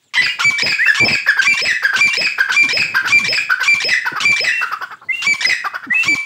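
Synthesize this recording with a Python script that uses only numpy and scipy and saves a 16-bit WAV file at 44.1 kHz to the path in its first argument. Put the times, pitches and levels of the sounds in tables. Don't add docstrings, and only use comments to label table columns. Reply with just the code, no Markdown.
import sys
import numpy as np
from scipy import signal
from scipy.fft import rfft, irfft, next_fast_len
from scipy.io import wavfile
from scipy.ndimage import uniform_filter1d, map_coordinates

SR = 44100
rng = np.random.default_rng(int(sys.argv[2]) if len(sys.argv) > 2 else 0)


def linear_from_db(decibels):
    return 10 ** (np.asarray(decibels, float) / 20)


def output_pcm(signal):
    pcm = np.clip(np.atleast_2d(signal).T, -1, 1) * 32767
    wavfile.write(sys.argv[1], SR, np.round(pcm).astype(np.int16))


N = 275625

# time_s, level_db
WIND_LEVEL = [(0, -69), (.3, -56.5), (1.3, -58.5), (2.4, -54), (2.6, -41), (2.85, -35), (3.02, -44.5),
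              (3.12, -41.5), (3.23, -30), (3.45, -49), (3.6, -54.5), (4.5, -57.5), (5.0, -54.5),
              (6.25, -59.5)]
# start_s, length_s, level_db
PUFFS = [(0.169, 0.12, -41.5), (0.44, 0.086, -39.5), (0.62, 0.12, -35.5), (0.995, 0.17, -30),
         (1.406, 0.046, -51), (1.466, 0.063, -36.5), (1.607, 0.13, -41), (1.955, 0.13, -39.5),
         (2.164, 0.12, -36.5), (2.473, 0.03, -48), (3.659, 0.13, -42.5), (3.838, 0.093, -36.5),
         (4.11, 0.04, -35.5), (4.201, 0.133, -39.5), (4.395, 0.106, -43), (5.058, 0.036, -53),
         (5.263, 0.084, -35.5), (5.441, 0.11, -46.5), (5.856, 0.067, -45), (6.039, 0.12, -35.5)]
# frequency_hz, level_db
RUMBLE_SPECTRUM = [(20, -58), (50, -36.5), (100, -1), (150, -0.5), (300, -5), (600, -10), (1000, -13.5),
                   (2000, -48)]
# frequency_hz, level_db
HISS_SPECTRUM = [(100, -9), (1000, 7), (3500, 13), (5000, 3.5), (7500, 7), (10000, -2), (14000, -7.5),
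                 (15700, 4), (16000, -68)]
# start_s, level_db, start_pitch_hz, end_pitch_hz, length_s
FAR_SONG = [
    (.03, -64, 4700, 3200, .06),
    (.075, -64, 3400, 1500, .05),
    (4.975, -62, 2900, 4250, .055),
    (5.03, -58, 4250, 4400, .05),
    (.03, -62, 7700, 7100, .07),
    (4.74, -61, 7500, 7400, .24),
]

# start_s, length_s, start_pitch_hz, end_pitch_hz, level_db
OPENING = (0.15, 0.12, 1061.5, 968, -16)
# start_s, level_db, pitch_hz, length_s, lead_in_s
WHISTLES = [(.175, -8, 2000, .042, .038), (.446, -6, 2318, .058, .052), (1.001, -6, 2350, .052, .056),
            (1.471, -5, 2357, .064, .056), (2.010, -4.5, 2360, .066, .05), (2.566, -5.5, 2370, .068, .048),
            (3.124, -5.5, 2370, .067, .049), (3.679, -5.5, 2362, .067, .049), (4.253, -5, 2356, .069, .051),
            (5.268, -7, 2320, .069, .048), (6.081, -7, 2330, .068, .05)]
# frequency_hz, level_db
BEAK_SPECTRUM = [(2500, -1), (4000, -14), (4700, -17.5), (6000, -31.5), (6930, -17), (7070, -26.5),
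                 (8000, -26.5), (12000, -53.5)]
# frequency_hz, level_db
SCRAPE_SPECTRUM = [(400, -31.5), (1000, -3.5), (2800, 4), (4500, -1), (7000, -11), (9500, -27),
                   (16000, -33)]
# start_s, length_s, start_ratio, middle_ratio, end_ratio (of its pitch), roughness
WHISTLE_LEAD = [
    (-.048, .015, .52, .6, .66, .15),
    (-.034, .014, .8, .7, .52, .2),
    (-.021, .021, .465, .475, .495, .1),
]
WHISTLE_LEAD_DB = [
    [-21.5, -14, -20.5, -22.5, -26.5, -36, -49, -45],
    [-21, -16.5, -28.5, -24.5, -44.5, -49, -53],
    [-16.5, -14, -19, -26, -19, -28, -30, -49, -49.5],
]
# start_s, length_s, start_ratio, middle_ratio, end_ratio, roughness
WHISTLE_AFTER = [
    (0, .009, .98, .93, .84, .2),
    (.008, .022, .47, .465, .45, .25),
]
WHISTLE_AFTER_DB = [
    [-17, -21, -21, -34, -44],
    [-21, -32, -27, -35, -34, -34],
]

# frequency_hz, t60_s
YARD_DECAY = [(300, 0.13), (1500, 0.49), (2500, 0.5), (5000, 0.4), (10000, 0.37)]
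# frequency_hz, level_db
CARRY_SPECTRUM = [(300, -17.5), (900, -1.5), (1600, 0.5), (2600, 3), (5000, -1), (7000, 1), (9000, 10),
                  (16000, -15)]

# start_s, length_s, start_pitch_hz, end_pitch_hz, level_db
LOW_STEPS = [
    (.164, 0.049, 1550, 2140, -16.5),
    (.783, 0.07, 1500, 2146, -11.5),
    (1.451, 0.027, 1925, 2060, -15.5),
    (5.084, 0.042, 1967, 2167, -13),
    (5.899, 0.044, 1817, 2070, -11),
]
# start_s, length_s, start_pitch_hz, end_pitch_hz, level_db
HIGH_STEPS = [
    (.228, 0.049, 2580, 2750, -23),
    (.29, 0.043, 2810, 2855, -19),
    (.85, 0.038, 2550, 2760, -12.5),
    (1.495, 0.087, 2670, 2766, -20.5),
    (2.1, 0.054, 2735, 2790, -20.5),
    (4.517, 0.11, 2750, 2672, -19.5),
    (4.615, 0.077, 2750, 2737, -38.5),
    (5.122, 0.042, 2657, 2784, -19),
    (5.16, 0.089, 2790, 2765, -24),
    (5.94, 0.094, 2530, 2740, -12),
]

# start_s, level_db, start_pitch_hz, end_pitch_hz, length_s
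HIGH_FALLS = [
    (.238, -15, 2540, 2170, 0.022),
    (.690, -15.5, 2554, 2206, 0.029),
    (1.118, -17, 2580, 2180, .029),
    (2.238, -18, 2560, 2190, 0.027),
    (2.793, -16.5, 2574, 2223, 0.025),
    (3.352, -16.5, 2572, 2264, 0.024),
]
# start_s, level_db, start_pitch_hz, end_pitch_hz, length_s
LOW_FALLS = [
    (1.682, -14, 2040, 1680, 0.038),
    (3.911, -13.5, 2050, 1650, 0.033),
    (4.470, -13.5, 2030, 1700, .026),
    (5.518, -13, 2030, 1740, .016),
    (5.448, -8.5, 2040, 2030, .014),
    (5.496, -20, 2068, 2024, 0.024),
]
HIGH_PARTIALS = [-8, 0, -42, -44, -44, -38]
LOW_PARTIALS = [2, -11.5, -16, -22, -36.5, -44, -40]
# frequency_hz, level_db
RASP_SPECTRUM = [(200, -20), (1500, -14.5), (2000, 0), (2600, -4), (3300, -17), (5000, -6.5), (6500, -33),
                 (10000, -42), (16000, -54.5)]

# start_s, pulse_level_db, top_pitch_hz, clear_ending_db
CHUCKS = [(0.387, -18.5, 482, -17.5), (.856, -18.5, 592, -7), (1.260, -17.5, 573.6, -5.5),
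          (1.364, -19.5, 545, -6), (1.822, -16, 564.6, -7), (1.927, -16.5, 535, -11.5),
          (2.378, -16.5, 539.3, -8.5), (2.483, -18, 514, -11.5), (2.939, -15, 535.6, -8),
          (3.043, -18, 503, -28), (3.492, -15.5, 524, -10.5), (3.594, -17.5, 521.5, -29),
          (4.05, -16, 503, -15), (4.151, -19.5, 440, -21.5), (4.61, -17.5, 490.5, -15.5),
          (4.710, -19, 429.7, -21), (4.808, -21, 401, -39), (4.904, -26.5, 441, -34),
          (5.011, -38.5, 280, -64), (5.639, -19, 418.5, -19.5), (5.733, -21.5, 380.6, -40),
          (5.826, -27.5, 470, -49), (5.917, -35.5, 294, -71)]
# frequency_hz, level_db
CHUCK_THROAT = [(200, -37.5), (500, -23), (1000, -12.5), (1300, -5), (1600, 1.5), (2100, -15),
                (2800, -26.5), (3500, -26)]
# frequency_hz, level_db
CHUCK_AIR = [(1000, -30.5), (2400, -9), (3900, -20), (4800, 0.5), (6500, -23.5), (10000, -34), (12500, -19),
             (15200, -20), (16000, -41.5)]
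ENDING_PARTIALS = [3, -19.5, -16.5, -30, -38, -48.5, -44.5]

# start_s, level_db, start_pitch_hz, end_pitch_hz, length_s
GULPS = [
    (.448, -30, 130.5, 130, 0.04),
    (1.5, -36.5, 293, 250, 0.03),
    (2.633, -28, 328, 229, 0.0375),
    (4.115, -30, 520, 88, 0.0228),
    (3.2, -32, 260, 120, 0.078),
    (4.665, -53, 248, 110, 0.013),
    (4.3, -40, 310, 190, .03),
    (5.866, -28, 314, 177, .045),
    (6.086, -26, 333, 259, 0.071),
    (7.2, -39, 301, 185, 0.054),
]

# start_s, level_db, second_partial_hz, length_s, side_tones_db
SQUEALS = [
    (0.626, -14, 5078, .036, 2),
    (1.048, -14, 5220, 0.035, 5),
    (1.617, -15, 5170, 0.035, 4),
    (2.175, -14, 5147, .038, 3.5),
    (2.73, -14, 5137, 0.04, 3.5),
    (3.286, -14, 5173, 0.041, 3),
    (3.845, -14.5, 5160, .043, 3.5),
    (4.405, -15.5, 5144, 0.037, 5),
    (5.45, -14.5, 5050, .0017, -48),
    (5.462, -13, 5070, 0.032, -4.5),
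]
SLURRED = [1.05, 5.462]
SQUEAL_PARTIALS = [-16, 0, -34, -43, -43, -33]
# start_s, length_s, start_ratio, middle_ratio, end_ratio (of its pitch), roughness
SQUEAL_LEAD = [
    (-.043, .013, .62, .74, .68, .2),
    (-.03, .017, .4, .39, .39, .45),
    (-.013, .007, .78, .78, .78, .15),
    (-.006, .006, .88, .92, .98, .3),
]
SQUEAL_LEAD_DB = [
    [-3.5, -6, -8, -17, -28.5],
    [-16, -8.5, -7.5, -17, -9.5, -26.5, -19],
    [-20, -3.5, -21],
    [4.5, -3, -15],
]
# start_s, length_s, start_ratio, middle_ratio, end_ratio, roughness
SQUEAL_AFTER = [
    (-.001, 0.00645, 1, .9, 0.79, 0.11),
]
SQUEAL_AFTER_DB = [
    [0.019, -14.5, -27],
]


def unit(x):
    return x / np.sqrt(np.mean(x ** 2) + 1e-20)


def along(points, hz):
    f, v = np.transpose(points)
    return np.interp(np.log(hz + 1), np.log(f + 1), v)


def coloured(x, points):
    m = next_fast_len(len(x) + 2048)
    gain = linear_from_db(along(points, np.fft.rfftfreq(m, 1 / SR)))
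    return irfft(rfft(x, m) * gain, m)[:len(x)]


def wobble(size, rate):
    return map_coordinates(rng.standard_normal(4000), [np.arange(size) * rate / SR], mode="wrap")


def add(track, s, x):
    first = round(s * SR)
    track[first:][:len(x)] += x[:N - first]


def fade(size, edge):
    t = np.arange(size) / SR
    return np.sin(np.pi / 2 * np.clip(np.minimum(t, t[-1] - t) / edge, 0, 1)) ** 2


def swept_gain(db, change_db, size):
    return linear_from_db(db + change_db * np.linspace(0, 1, size))


def voice(length, start, middle, end, partials, rough, edge=0.0012):
    size = round(max(length, .002) * SR)
    u = np.arange(size) / size
    pitch = start * (1 - u) * (1 - 2 * u) + 4 * middle * u * (1 - u) + end * u * (2 * u - 1)
    rough = np.clip(rough, 0, 1)
    phase = 2 * np.pi * np.cumsum(pitch) / SR + 1.17 * rough * wobble(size, 899.0)
    tone = sum(linear_from_db(db) * np.sin((k + 1) * phase + k * k) for k, db in enumerate(partials))
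    noise = np.diff(rng.standard_normal(2000), prepend=0)[np.arange(size) % 2000]
    breath = 1.5 * noise * (1 + np.cos(phase))
    breath = coloured(breath, [(900, 2.5), (5500, 1.0), (9000, -21.0), (16000, -27.5)])
    return (tone * (1 + rough * wobble(size, 500)) + 0.27 * rough * breath) * fade(size, edge)


def syllables(track, shapes, levels, s, hz, db, stretch=1):
    for (at, length, a, b, c, rough), partials in zip(shapes, levels):
        sound = voice(length * stretch, a * hz, b * hz, c * hz, partials, rough)
        add(track, s + at * stretch, linear_from_db(db) * sound)


def rasp(spectrum, length):
    size = round(length * SR)
    return unit(coloured(rng.standard_normal(3000), spectrum))[:size] * fade(size, 0.00084)


def background(level, spectrum, lumpy_db):
    lumps = map_coordinates(rng.standard_normal(300), [np.arange(N) * 40 / SR])
    noise = coloured(rng.standard_normal(N), spectrum) * linear_from_db(lumpy_db * lumps)
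    return level * unit(noise)


def wind():
    s, db = np.transpose(WIND_LEVEL)
    level = linear_from_db(np.interp(np.arange(N) / SR, s, db))
    for start, length, puff_db in PUFFS:
        add(level, start, linear_from_db(puff_db - 0.16) * fade(round(length * SR), 0.011))
    return background(level, RUMBLE_SPECTRUM, lumpy_db=4.0)


def hiss(near, other):
    floor_db, open_db, follow_s = -62.5, -21.5, 0.052
    shrill = np.abs(coloured(near, [(2500, -34.5), (4000, 5.5)])) + linear_from_db(-0.1) * np.abs(other)
    closing = np.exp(-np.arange(SR // 2) / (follow_s * SR))
    envelope = signal.fftconvolve(shrill, closing / closing.sum())[:N]
    return background(linear_from_db(floor_db) + linear_from_db(open_db) * envelope, HISS_SPECTRUM, lumpy_db=2.0)


def glides(track, table, rough):
    for s, db, start, end, length in table:
        add(track, s, linear_from_db(db) * voice(length, start, (start + end) / 2, end, [0], rough, edge=0.0055))


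def far_song(near):
    glides(near, FAR_SONG, rough=.7)


def whistles(near, duck):
    thump_db, thump_s = -27, 0.02164
    recover_db, recover_s = 5.5, 0.054
    s, length, start, end, db = OPENING
    hoarse = voice(length, start, (start + end) / 2, end, [-16, -2, -1.5, -18, -14], rough=0.29)
    add(near, s, swept_gain(db, -15, len(hoarse)) * hoarse)
    for s, db, hz, length, lead in WHISTLES:
        syllables(near, WHISTLE_LEAD, WHISTLE_LEAD_DB, s, hz, db, lead / .048)
        add(near, s - lead, linear_from_db(db - 19) * rasp(SCRAPE_SPECTRUM, 0.54 * lead))
        partials = along(BEAK_SPECTRUM, hz * np.arange(1, 7))
        tone = voice(length, hz, .996 * hz, .992 * hz, partials, rough=0.062, edge=0.0026)
        add(near, s - .002, swept_gain(db, -0.84, len(tone)) * tone)
        thump = voice(thump_s, 434, 206, 90, [0], rough=.1, edge=0.007)
        add(near, s + length - thump_s / 2, linear_from_db(db + thump_db) * thump)
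        if length > .055:
            syllables(near, WHISTLE_AFTER, WHISTLE_AFTER_DB, s + length - .006, hz, db)
        add(duck, s, np.full(len(tone) + 150, 10.))
        add(duck, s + length + 0.0026, recover_db * np.linspace(1, 0, round(recover_s * SR)))


def yard(x):
    out, hop = np.zeros(N + 2 * SR), 8192
    for i in range(-hop, N, hop):
        hz, t, z = signal.stft(rng.standard_normal(SR // 2), SR, nperseg=256)
        decay = linear_from_db(-60 * t / along(YARD_DECAY, hz)[:, None])
        tail = signal.istft(z * decay, SR, nperseg=256)[1]
        piece = np.pad(x, hop)[i + hop:i + 3 * hop]
        piece = piece * np.hanning(2 * hop)[:len(piece)]
        echo = signal.fftconvolve(piece, tail / np.linalg.norm(tail))
        out[i + hop:][:len(echo)] += echo
    delayed = np.pad(out[hop:], (300, 0))[:N]
    return coloured(delayed, CARRY_SPECTRUM)


def other_bird(other):
    glide_bend = .85
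    low_shape, high_shape = (0.016, 0.0089, -.5), (0.0091, 0.01, -2.1)  # attack_s, release_s, drift_db
    for table, (attack, release, drift_db) in ((LOW_STEPS, low_shape), (HIGH_STEPS, high_shape)):
        for s, length, start, end, db in table:
            t = np.arange(0, length, 1 / SR)
            phase = 2 * np.pi * np.cumsum(start + (end - start) * (t / length) ** glide_bend) / SR
            swell = np.sin(np.pi / 2 * np.clip(np.minimum(t / attack, (length - t) / release), 0, 1)) ** 2
            flutter_db = 0.75 + 0.29 * max(-18.5 - db, 0)
            gain = linear_from_db(db + 2.5 + drift_db * t / length + flutter_db * wobble(len(t), 70))
            add(other, s, gain * swell * (np.sin(phase) + linear_from_db(-58) * np.sin(2 * phase)))


def falls(near, far):
    longest_rasp_s = .045
    ends = np.array([row[0] + row[3] for row in WHISTLES + SQUEALS]) - .001
    high, low = (HIGH_FALLS, HIGH_PARTIALS, -3, 0), (LOW_FALLS, LOW_PARTIALS, -7, -16)
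    for table, partials, rasp_db, catch_db in (high, low):
        for s, db, start, end, length in table:
            gap = s - ends[ends < s].max()
            hoarse = gap if gap < longest_rasp_s else .002
            middle = .68 * start + .32 * end
            add(near, s - hoarse, linear_from_db(db + rasp_db) * rasp(RASP_SPECTRUM, hoarse))
            add(near, s, linear_from_db(db) * voice(length, start, middle, end, partials, rough=0.04, edge=0.0019))
            catch = voice(0.0117, 1674, 1678, 1545, [0, -12, -14], rough=0.35)
            add(near, s + length, linear_from_db(db + catch_db) * catch)
            to_walls = voice(length, start, middle, end, [0, -30, -19], rough=0.14)
            add(far, s, linear_from_db(db + catch_db / 2.45 + 6) * to_walls)


def chucks(near):
    chuck_s, speed_up_s = 0.045, .024
    start_share, share_per_db = .46, -0.03
    sag, waver_db = 0.15, 5
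    dulling = 0.83
    t = np.arange(round(.06 * SR)) / SR
    u, k = np.clip(t / chuck_s, 0, 1), np.arange(1, 10)[:, None]
    for s, db, top, clear_db in CHUCKS:
        first = np.clip(start_share - share_per_db * (db + 18), .3, 1)
        length = np.clip(.034 - (1750 - 3 * top) * 1e-4, .021, .034)
        clear_at = 0.02384 - 0.0044 * (clear_db < -10)
        late = np.clip((t - clear_at) / length, 0, 1)
        climb = first + (1 - first) * np.sin(np.pi / 2 * np.clip(t / speed_up_s, 0, 1)) ** 1.4
        pitch = top * climb * (1 - sag * late ** 2) * (1 + .018 * wobble(len(t), 249))
        phase = 2 * np.pi * np.cumsum(pitch) / SR

        waver = waver_db * np.array([wobble(len(t), 139) for _ in k])
        throat = linear_from_db(along(CHUCK_THROAT, k * pitch * (520 / top) ** 0.48) + waver)
        buzz = (throat * np.cos(k * phase - 0.906 * k * k)).sum(axis=0)
        breath = coloured(rng.standard_normal(len(t)) * (1.8 + np.cos(phase)), CHUCK_AIR)
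        breath_gain = linear_from_db(dulling * (db + 18) - 14) * np.sin(np.pi * u)
        pulse = np.sin(np.pi * u ** 0.83) ** 1.03
        hand_over = linear_from_db(-.9 * max(clear_db + 21.5, 0) * np.clip((t - clear_at) / 0.0031, 0, 1))
        add(near, s, linear_from_db(db + 1) * (unit(buzz) + breath_gain * unit(breath)) * pulse * hand_over)

        clear = sum(linear_from_db(g) * np.sin(3 * (j + 1) * phase) for j, g in enumerate(ENDING_PARTIALS))
        swell = np.sin(np.pi / 2 * np.clip(np.minimum(late, 1 - late) * length / 0.0053, 0, 1)) ** 2
        add(near, s, linear_from_db(clear_db - 4.2 * late + wobble(len(t), 203)) * swell * clear)


def gulps(near):
    glides(near, GULPS, rough=.01)


def squeals(near, far, duck):
    for s, db, hz, length, side_db in SQUEALS:
        f0 = hz / 2
        slurred = np.abs(s - np.array(SLURRED)).min() < .005
        if not slurred:
            lead = SQUEAL_LEAD[:4 if length > .01 else 3]
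            syllables(near, lead, SQUEAL_LEAD_DB, s, f0, db - .7)
        if length > .01:
            syllables(near, SQUEAL_AFTER, SQUEAL_AFTER_DB, s + length, f0, db)
        squeal = voice(length, 1.006 * f0, f0, .985 * f0, SQUEAL_PARTIALS, rough=.04, edge=.0015)
        add(near, s, linear_from_db(db) * squeal)
        slow = voice(length, 412, 558.6, 688, [0, -30], rough=0.055 + 1.04 * slurred)
        add(near, s, linear_from_db(db + side_db - 14.5) * slow)
        for sign, line_db in ((-1, -23), (1, -22)):
            line = voice(length, f0 + sign * 420, f0 + sign * 560, f0 + sign * 700, [0], rough=.3)
            add(near, s, linear_from_db(db + side_db + line_db) * line)
        add(far, s, linear_from_db(db + 3.0) * voice(length, f0, f0, .98 * f0, [0, -30, -17], rough=0.12))
        duck_db = 2. if s == SLURRED[0] else 14.
        add(duck, s, np.full(round(length * SR), duck_db))


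def scene():
    near, far, duck, other = np.zeros((4, N))
    whistles(near, duck)
    other_bird(other)
    falls(near, far)
    chucks(near)
    squeals(near, far, duck)
    echoes = linear_from_db(-4) * yard(near + far + linear_from_db(-9) * other)
    loud = uniform_filter1d(np.abs(near + other + echoes), size=900)
    echoes *= loud / (loud + linear_from_db(-34.5))
    air = hiss(near, other)
    duck = uniform_filter1d(duck, size=90)
    far_song(near)
    gulps(near)
    return (near + other + echoes * linear_from_db(-duck) + air * linear_from_db(-.4 * duck) + wind())[None]


def top_cut(x):
    return signal.sosfilt(signal.butter(12, 16420, fs=SR, output="sos"), x)


def record(dry):
    soft = dry / (1 + np.abs(dry / 1.05) ** 4) ** 0.28
    mix = coloured(soft[0], [(30, -12), (70, 0), (15700, 0), (16100, -40)])[None]
    return top_cut(mix)


dry = scene()
out = record(dry)
output_pcm(out)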